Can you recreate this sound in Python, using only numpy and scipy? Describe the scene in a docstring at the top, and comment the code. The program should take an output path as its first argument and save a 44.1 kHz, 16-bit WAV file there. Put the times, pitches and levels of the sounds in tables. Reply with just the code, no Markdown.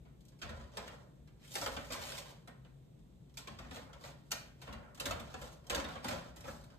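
"""Cutting a pie in a foil tin

In a small tiled kitchen a knife works round the crust of a pie; the foil tin stands on a baking tray.
Each jab buckles the foil in a burst of clicks, rings the tin and bumps the tray; at times the blade rings.
Scraping strokes of blade and tin are streams of tiny clicks; appliances rumble as flickering noise bands.
A phone with two microphone ports, a step away, hears it direct, by quick echoes and through the room's tail."""
import sys
import numpy as np
from scipy import signal
from scipy.fft import rfft, irfft, next_fast_len
from scipy.io import wavfile
from scipy.ndimage import uniform_filter1d

SR = 44100
rng = np.random.default_rng(int(sys.argv[2]) if len(sys.argv) > 2 else 0)


def persist_wave(psi):
    """Save psi, clipped to +-1, as 16-bit WAV."""
    counts = np.round(np.clip(psi, -1, 1) * 32767).astype(np.int16)
    wavfile.write(sys.argv[1], SR, np.atleast_2d(counts).T)


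N = 299356
T = np.arange(N) / SR  # s
SIZE = next_fast_len(N + SR)  # transform length, with a second to spare for the room
HZ = np.arange(SIZE // 2 + 1) * SR / SIZE + 1e-3  # just above zero, for the logarithms

# knife jabs: t/s, crackle level before the burst's shape/dB, tin body above it/dB,
# brightness above it/dB, decay time of the crackle/ms
JABS = [(0.051, -66, 7.5, -20, 6.6), (0.205, -74.5, -9, 14, 7), (0.251, -67, -28, 10.5, 4),
        (0.282, -66.5, -12, 10, 6.7), (0.319, -62.5, -2.5, -7, 5.6), (0.388, -68, -2, 4, 19),
        (0.4157, -38.5, -5.5, -33, 13.4), (0.4905, -43, -5, -26, 9.5), (0.5964, -57, 6, -5, 5.4),
        (0.7698, -29.5, -5.5, -10.5, 4.3), (0.8752, -39.5, -5.5, -18, 5.3), (1.274, -60, -9, -8, 8.2),
        (1.393, -70, -27, -8, 8), (1.477, -45, -18, -1, 2), (1.5528, -29, -1, 0.5, 3.9),
        (1.6122, -40, 7.5, 6.5, 5.5), (1.66, -30, -1.5, -10, 5), (1.764, -34.5, 1.5, -15, 4.9),
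        (1.843, -50, -9, -17, 8), (1.9012, -43.5, -2, -19, 47), (1.9192, -41, -28, 4.5, 19),
        (2.118, -37, -11, -16, 3.8), (2.474, -44.5, -2, -5, 5.2), (2.647, -60, 2, -17, 5.6),
        (2.99, -84, -1, 14, 5.6), (3.294, -67.5, -15, -3, 8.8), (3.339, -71.5, -8, 7, 20),
        (3.371, -41.5, -16, 1, 13), (3.4722, -37, -2, -13, 4.2), (3.586, -43.5, -3, -31, 8),
        (3.645, -56.5, 4.5, -31, 9.5), (3.71, -38, -2, -20, 3), (3.759, -40, -3, -9, 7.3),
        (3.929, -47.5, -11, -16, 7.9), (4.038, -42, -1.5, -14, 3.2), (4.082, -55, 1.5, -5, 8.7),
        (4.307, -45, -20, 3, 6), (4.315, -25, -14.5, -2, 6.1), (4.615, -44.5, -8, -5, 8.8),
        (4.67, -52.5, 8, -22, 12.7), (4.725, -41, -5, -29, 6.5), (4.946, -52, -14, 0.5, 9.2),
        (4.974, -52, -1.5, -2, 7.8), (4.9984, -30, -10.5, 2, 5.1), (5.0549, -32.5, -4.5, -0.5, 9.9),
        (5.1079, -29, -2, -4.5, 3.2), (5.197, -39, -23, -5, 5.7), (5.34, -34, -1, -23, 2.8),
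        (5.414, -45.5, 0.5, 1.5, 8.1), (5.641, -63, 2, -4, 6), (5.667, -65.5, 3, 14, 6.8),
        (5.6974, -29, -3.5, -4.5, 8.6), (5.7468, -25.5, -7, -2.5, 5.4), (5.7988, -29.5, -17, -21, 2.7),
        (5.843, -38, 0.5, -25, 5.4), (5.887, -40, -1.5, -9, 4), (5.952, -43.5, 6.5, -18, 4.8),
        (6.0434, -32, -1, -7, 4.5), (6.083, -29.5, -5, -3.5, 4), (6.109, -40, 0.5, -16, 14),
        (6.3595, -54.5, 1.5, 3, 16.6), (6.406, -46.5, -18, 4, 2.6), (6.439, -51, 5.5, -9, 14),
        (6.4767, -53.5, 11.5, -18, 3.9), (6.638, -61, -5, 6, 6.8), (6.701, -56.5, -10, -10, 7.3)]


def undb(db):
    """Decibels to gain."""
    return 10 ** (np.asarray(db) / 20)


def unit(x):
    """Scale to rms 1."""
    return x / np.sqrt(np.mean(np.abs(x) ** 2))


def along_hz(table):
    """A (f/Hz, value) table read at every frequency, on a log axis."""
    hz, value = np.transpose(table)
    return np.interp(np.log(HZ), np.log(np.maximum(hz, 1)), value)


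def through(x, response):
    """Filter by a frequency response."""
    return irfft(rfft(x, SIZE) * response, SIZE)[..., :N]


def modes(table):
    """Response of (f/Hz, width/Hz, level/dB) resonances, neighbours in opposite phase."""
    total = 0
    for k, (hz, width, db) in enumerate(table):
        damping = 1j * HZ * width
        total = total + (-1) ** k * undb(db) * damping / (hz ** 2 - HZ ** 2 + damping)
    return total


def walk(rate):
    """Random levels held 1 / rate s and slewed; spread near 1."""
    hold = int(SR / rate)
    steps = np.repeat(rng.standard_normal(N // hold + 1), hold)
    return 1.02 * uniform_filter1d(steps, hold)[:N]


def clicks(per_s, scatter_db):
    """Dense random clicks of uneven size, rms 1."""
    scatter = np.minimum(rng.exponential(size=N), 4)  # caps the rare giants
    size = undb(scatter_db * scatter) * rng.standard_normal(N)
    return unit(size * (rng.random(N) < per_s / SR))


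def even(hz, over_s):
    """White noise whose strength below hz stays even over over_s."""
    x = rng.standard_normal(N)
    power = through(x, 1 / (1 + 1j * HZ / hz) ** 2) ** 2
    return x * np.sqrt(power.mean() / uniform_filter1d(power, int(over_s * SR)))


def jabs():
    """Each jab is a burst of buckling clicks that dies away, with a bump of the tray; at times the blade rings."""
    bite_s, body_slower = 0.00078, 3.09  # onset time; the heavy tin body follows late and lasts
    slower = np.array([[body_slower], [1], [1]])
    force = np.zeros((3, N))  # tin body, middle, bright crinkle
    for s, db, body_db, bright_db, length_ms in JABS:
        span = slice(int(s * SR), int(s * SR) + SR // 2)
        after = np.maximum(T[span] - s, 0) / slower
        burst = (1 - np.exp(-after / bite_s)) * np.exp(-after / (length_ms / 1000))
        force[:, span] += undb(db + np.array([[body_db], [0], [bright_db]])) * burst
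    crackle = clicks(12000, 0.73)
    body = force[0] * even(3300, 0.0035)
    middle, bright = force[1:] * crackle
    return tin(body, middle, bright) + clinks(crackle) + tray()


def tin(body, middle, bright):
    """The foil tin rings from three shares of the force: its body, the middle and the bright crinkle."""
    # dense mass of foil modes: f/Hz, level/dB
    foil_mass = [(150, -10.5), (350, -12.5), (600, -7), (1500, -3.5), (3500, -1.5), (5500, -7), (8000, -12),
                 (11000, -15.5), (15000, -24.5)]
    # single modes of the tin: f/Hz, width/Hz, level/dB before ring_db
    tin_modes = [(555, 105, -5), (1084, 65, -2.5), (1404, 210, -19), (1853, 8.8, -1.5), (3100, 29, -11)]
    ring_db = 10.5  # lifts the single modes against the foil mass
    body_top_hz, bright_from_hz = 1700, 4000
    ring = undb(along_hz(foil_mass)) * (1 + undb(ring_db) * modes(tin_modes))
    low = modes([(body_top_hz / 3, body_top_hz, 0)]) / (1 + 1j * HZ / body_top_hz) ** 2
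    high = (1 - 1 / (1 + 1j * HZ / bright_from_hz)) ** 2
    between = (1 - low) * (1 - high)
    return (through(body, unit(ring * low)) + through(middle, unit(ring * between))
            + through(bright, unit(ring * high)))


def clinks(crackle):
    """The blade knocks the rim: decaying bursts of the crackle's clicks ring its resonances."""
    # knocks on the rim: t/s, level/dB
    knocks = [(3.474, -52), (5.0548, -29.5), (5.1075, -37), (5.7457, -26), (5.8017, -45), (5.848, -36)]
    # ringing of the blade: f/Hz, width/Hz, level/dB
    blade_modes = [(2950, 200, -6), (3720, 220, 0), (4500, 200, -8)]
    decay_s = 0.0022
    force = sum(undb(db) * (T >= s) * np.exp(-np.abs(T - s) / decay_s) for s, db in knocks)
    return through(force * crackle, unit(modes(blade_modes)))


def tray():
    """Jabs and thumps of the tin push the baking tray: short swells of noise in its low resonances."""
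    # extra thumps of the tin down on the tray: t/s, level/dB
    thumps = [(.415, -43.5), (1.66, -55), (1.9, -48), (3.474, -50.5), (3.585, -61), (4.67, -52),
              (5.055, -43.5), (5.19, -56), (5.747, -42), (5.95, -60), (6.044, -51), (6.1, -50),
              (6.445, -53)]
    # resonances of the tray: f/Hz, width/Hz, level/dB
    tray_modes = [(63.2, 13.8, 5.5), (112, 22, -2.5), (169.3, 10.5, -1), (221.4, 28, 1), (264.8, 36.6, -1)]
    bump_s = 0.013  # from the start of a push to its peak
    push_db, usual_body_db = -54, -39.5  # push for a jab of usual tin body level
    push_slope = 0.4  # dB of push per dB of tin body
    pushes = [(s, push_db + push_slope * (db + body_db - usual_body_db)) for s, db, body_db, *_ in JABS]
    push = np.zeros(N)
    for s, db in pushes + list(thumps):
        after = np.maximum(T - s, 0) / bump_s
        push += undb(db) * after * np.exp(1 - after)
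    return through(push * even(570, 0.0232), unit(modes(tray_modes)))


def rub():
    """Stick and slip: each stroke swells, holds and fades as a stream of tiny clicks that flutters in strength."""
    # strokes of blade on crust and tin on tray: full from t/s, hold/s, level/dB,
    # tin body above it/dB, brightness above it/dB
    strokes = [(0.453,  0.19, -60.5, 3, -23), (0.763, 0.14, -58, 3, -26), (0.934, 0.11, -71, 6.5, -8),
               (1.438, 0.066, -63.5, -15, -5), (1.535, 0.12, -49.5, -5.5, 3.5), (1.74, 0.24, -56, -5, -4.5),
               (2.023, .17, -46.5, -5.5, -4), (2.219, 0.07, -58, -1.5, -6.5), (3.412, 0.35, -67, -2, -23),
               (3.741, 0.032, -51, -1, -7), (3.857, 0.1, -71, 11, -19), (4.049, 0.033, -53, -1.5, -6.5),
               (4.263, 0.051, -75, 1, -1.5), (4.36, 0.069, -63, -5, -5), (4.631, 0.02, -56, 0, -11),
               (4.793, .12, -72.5, 13.5, -10), (5.046, 0.11, -57.5, 9.5, -15),
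               (5.23, 0.091, -58.5, 0.5, -13), (5.396, 0.12, -60, 1, -5), (5.726, 0.066, -48.5, 5, -17),
               (5.87, 0.28, -55, 1, -19), (6.07, 0.042, -45.5, 0.5, -10), (6.178, 0.056, -55, 2, -13),
               (6.483, 0.056, -57, 0, -2.5), (6.653, 0.064, -66, 3.5, -13)]
    swell_db_per_s, fade_db_per_s = 321, 186
    flutter_db = 3.5
    power = np.zeros((3, N))  # tin body, middle, bright crinkle
    for s, hold_s, db, body_db, bright_db in strokes:
        swell = undb(-swell_db_per_s * np.maximum(s - T, 0))
        fade = undb(-fade_db_per_s * np.maximum(T - s - hold_s, 0))
        power += (undb(db + np.array([[body_db], [0], [bright_db]])) * swell * fade) ** 2
    slips = undb(flutter_db * walk(35)) * clicks(2700, 2.5)
    return tin(*(np.sqrt(power) * slips))


def room(x):
    """Hands and blade keep moving, so the sound wanders from one way through the room to another."""
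    paths, shifts_per_s = 6, 40
    share = np.array([walk(shifts_per_s) for _ in range(paths)])
    share /= np.sqrt(np.sum(share ** 2, axis=0))  # total power stays even
    heard = sum(rfft(x * part, SIZE) * rfft(path(), SIZE) for part in share)
    return irfft(heard, SIZE)[:N]


def path():
    """One way through the kitchen: quick echoes off tray and tiles, then a tail that loses treble first."""
    # dying away of the room: f/Hz, time to fall 60 dB/s
    decay = [(100, 1), (500, 0.53), (1500, 0.52), (4000, 0.39), (9000, 0.29), (15000, 0.3)]
    tail_db, early_db = -5, -3
    early_s = 0.0069  # decay time of the quick echoes
    t, tail = T[:SR], 0
    spectrum = rfft(rng.standard_normal(SR))
    octave = np.log2(np.arange(SR // 2 + 1) + 1)
    centres = [np.log2(hz) for hz, _ in decay]
    for k, (_, t60) in enumerate(decay):
        weight = np.interp(octave, centres, np.arange(len(decay)) == k)
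        tail = tail + irfft(spectrum * weight, SR) * undb(-60 * t / t60)
    early = rng.standard_normal(SR) * np.exp(-t / early_s)
    return undb(tail_db) * tail / np.linalg.norm(tail) + undb(early_db) * early / np.linalg.norm(early)


def kitchen():
    """Appliance rumble as noise in half-octave bands that flicker alone, over a faint hiss."""
    # spectrum of the rumble before its overall level is set: f/Hz, level per Hz/dB
    rumble_spectrum = [(25, -24), (40, -2), (60, 1.5), (90, -13), (135, 3.5), (200, -7.5), (300, -13.5),
                       (500, -18), (800, -28), (1500, -37), (3000, -38.5), (3700, -36), (4500, -43),
                       (9000, -44), (12000, -52)]
    rumble_db, hiss_db, flicker_db = -58, -84, 0.5
    noise = rfft(rng.standard_normal(N), SIZE) * undb(along_hz(rumble_spectrum))
    rumble = 0
    for octave in np.arange(4.5, 13.6, 0.5):  # band centres, log2 of Hz
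        band = np.maximum(1 - 2 * np.abs(np.log2(HZ) - octave), 0)
        rumble = rumble + undb(flicker_db * walk(4)) * irfft(noise * band, SIZE)[:N]
    return undb(rumble_db) * unit(rumble) + undb(hiss_db) * rng.standard_normal(N)


def scene():
    """Both microphone ports share one sound field, shifted in phase, and each hears a part of its own."""
    # power that both ports share: f/Hz, share
    port_alike = [(60, 0.84), (150, 0.95), (300, 0.45), (700, 0.074), (2000, 0.19), (4000, 0.057),
                  (8000, 0.94), (15000, 0.97)]
    # lead of the left port: f/Hz, phase/rad
    port_phase = [(0, 0), (1380, 0.9), (2070, 1.5), (3010, -4.4), (3700, -5.8), (6290, -1.3), (6890, -0.8),
                  (8700, 0.6), (9730, 2.8), (10900, 3.3), (12500, 6.3), (13700, 6.3), (14600, 9.3),
                  (16000, 9.5)]
    # left minus right: f/Hz, level/dB
    port_balance = [(40, 1.5), (125, 2.5), (250, 0), (1000, 0), (3000, -1.4), (8000, -0.5)]
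    direct_db = -5
    pie = jabs() + rub()
    shared, left, right = (room(pie) + kitchen() for _ in range(3))
    shared += undb(direct_db) * pie
    alike = np.clip(along_hz(port_alike), 0, 1)
    lean = undb(along_hz(port_balance) / 2)  # half the difference to each port
    hz, phase = np.transpose(port_phase)
    turn = np.exp(0.5j * np.interp(HZ, hz, phase))
    ports = []
    for own, gain, shift in ((left, lean, turn), (right, 1 / lean, 1 / turn)):
        common = through(shared, np.sqrt(alike) * gain * shift)
        ports.append(common + through(own, np.sqrt(1 - alike) * gain))
    return np.array(ports)


def record(dry):
    """The phone drops the deepest bass (below 43.5 Hz) and cuts the top (above 15 kHz)."""
    thin = signal.sosfilt(signal.butter(3, 43.5, "high", fs=SR, output="sos"), dry)
    return signal.sosfilt(signal.ellip(8, 0.2, 70, 15000, fs=SR, output="sos"), thin)


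dry = scene()
out = record(dry)
persist_wave(out)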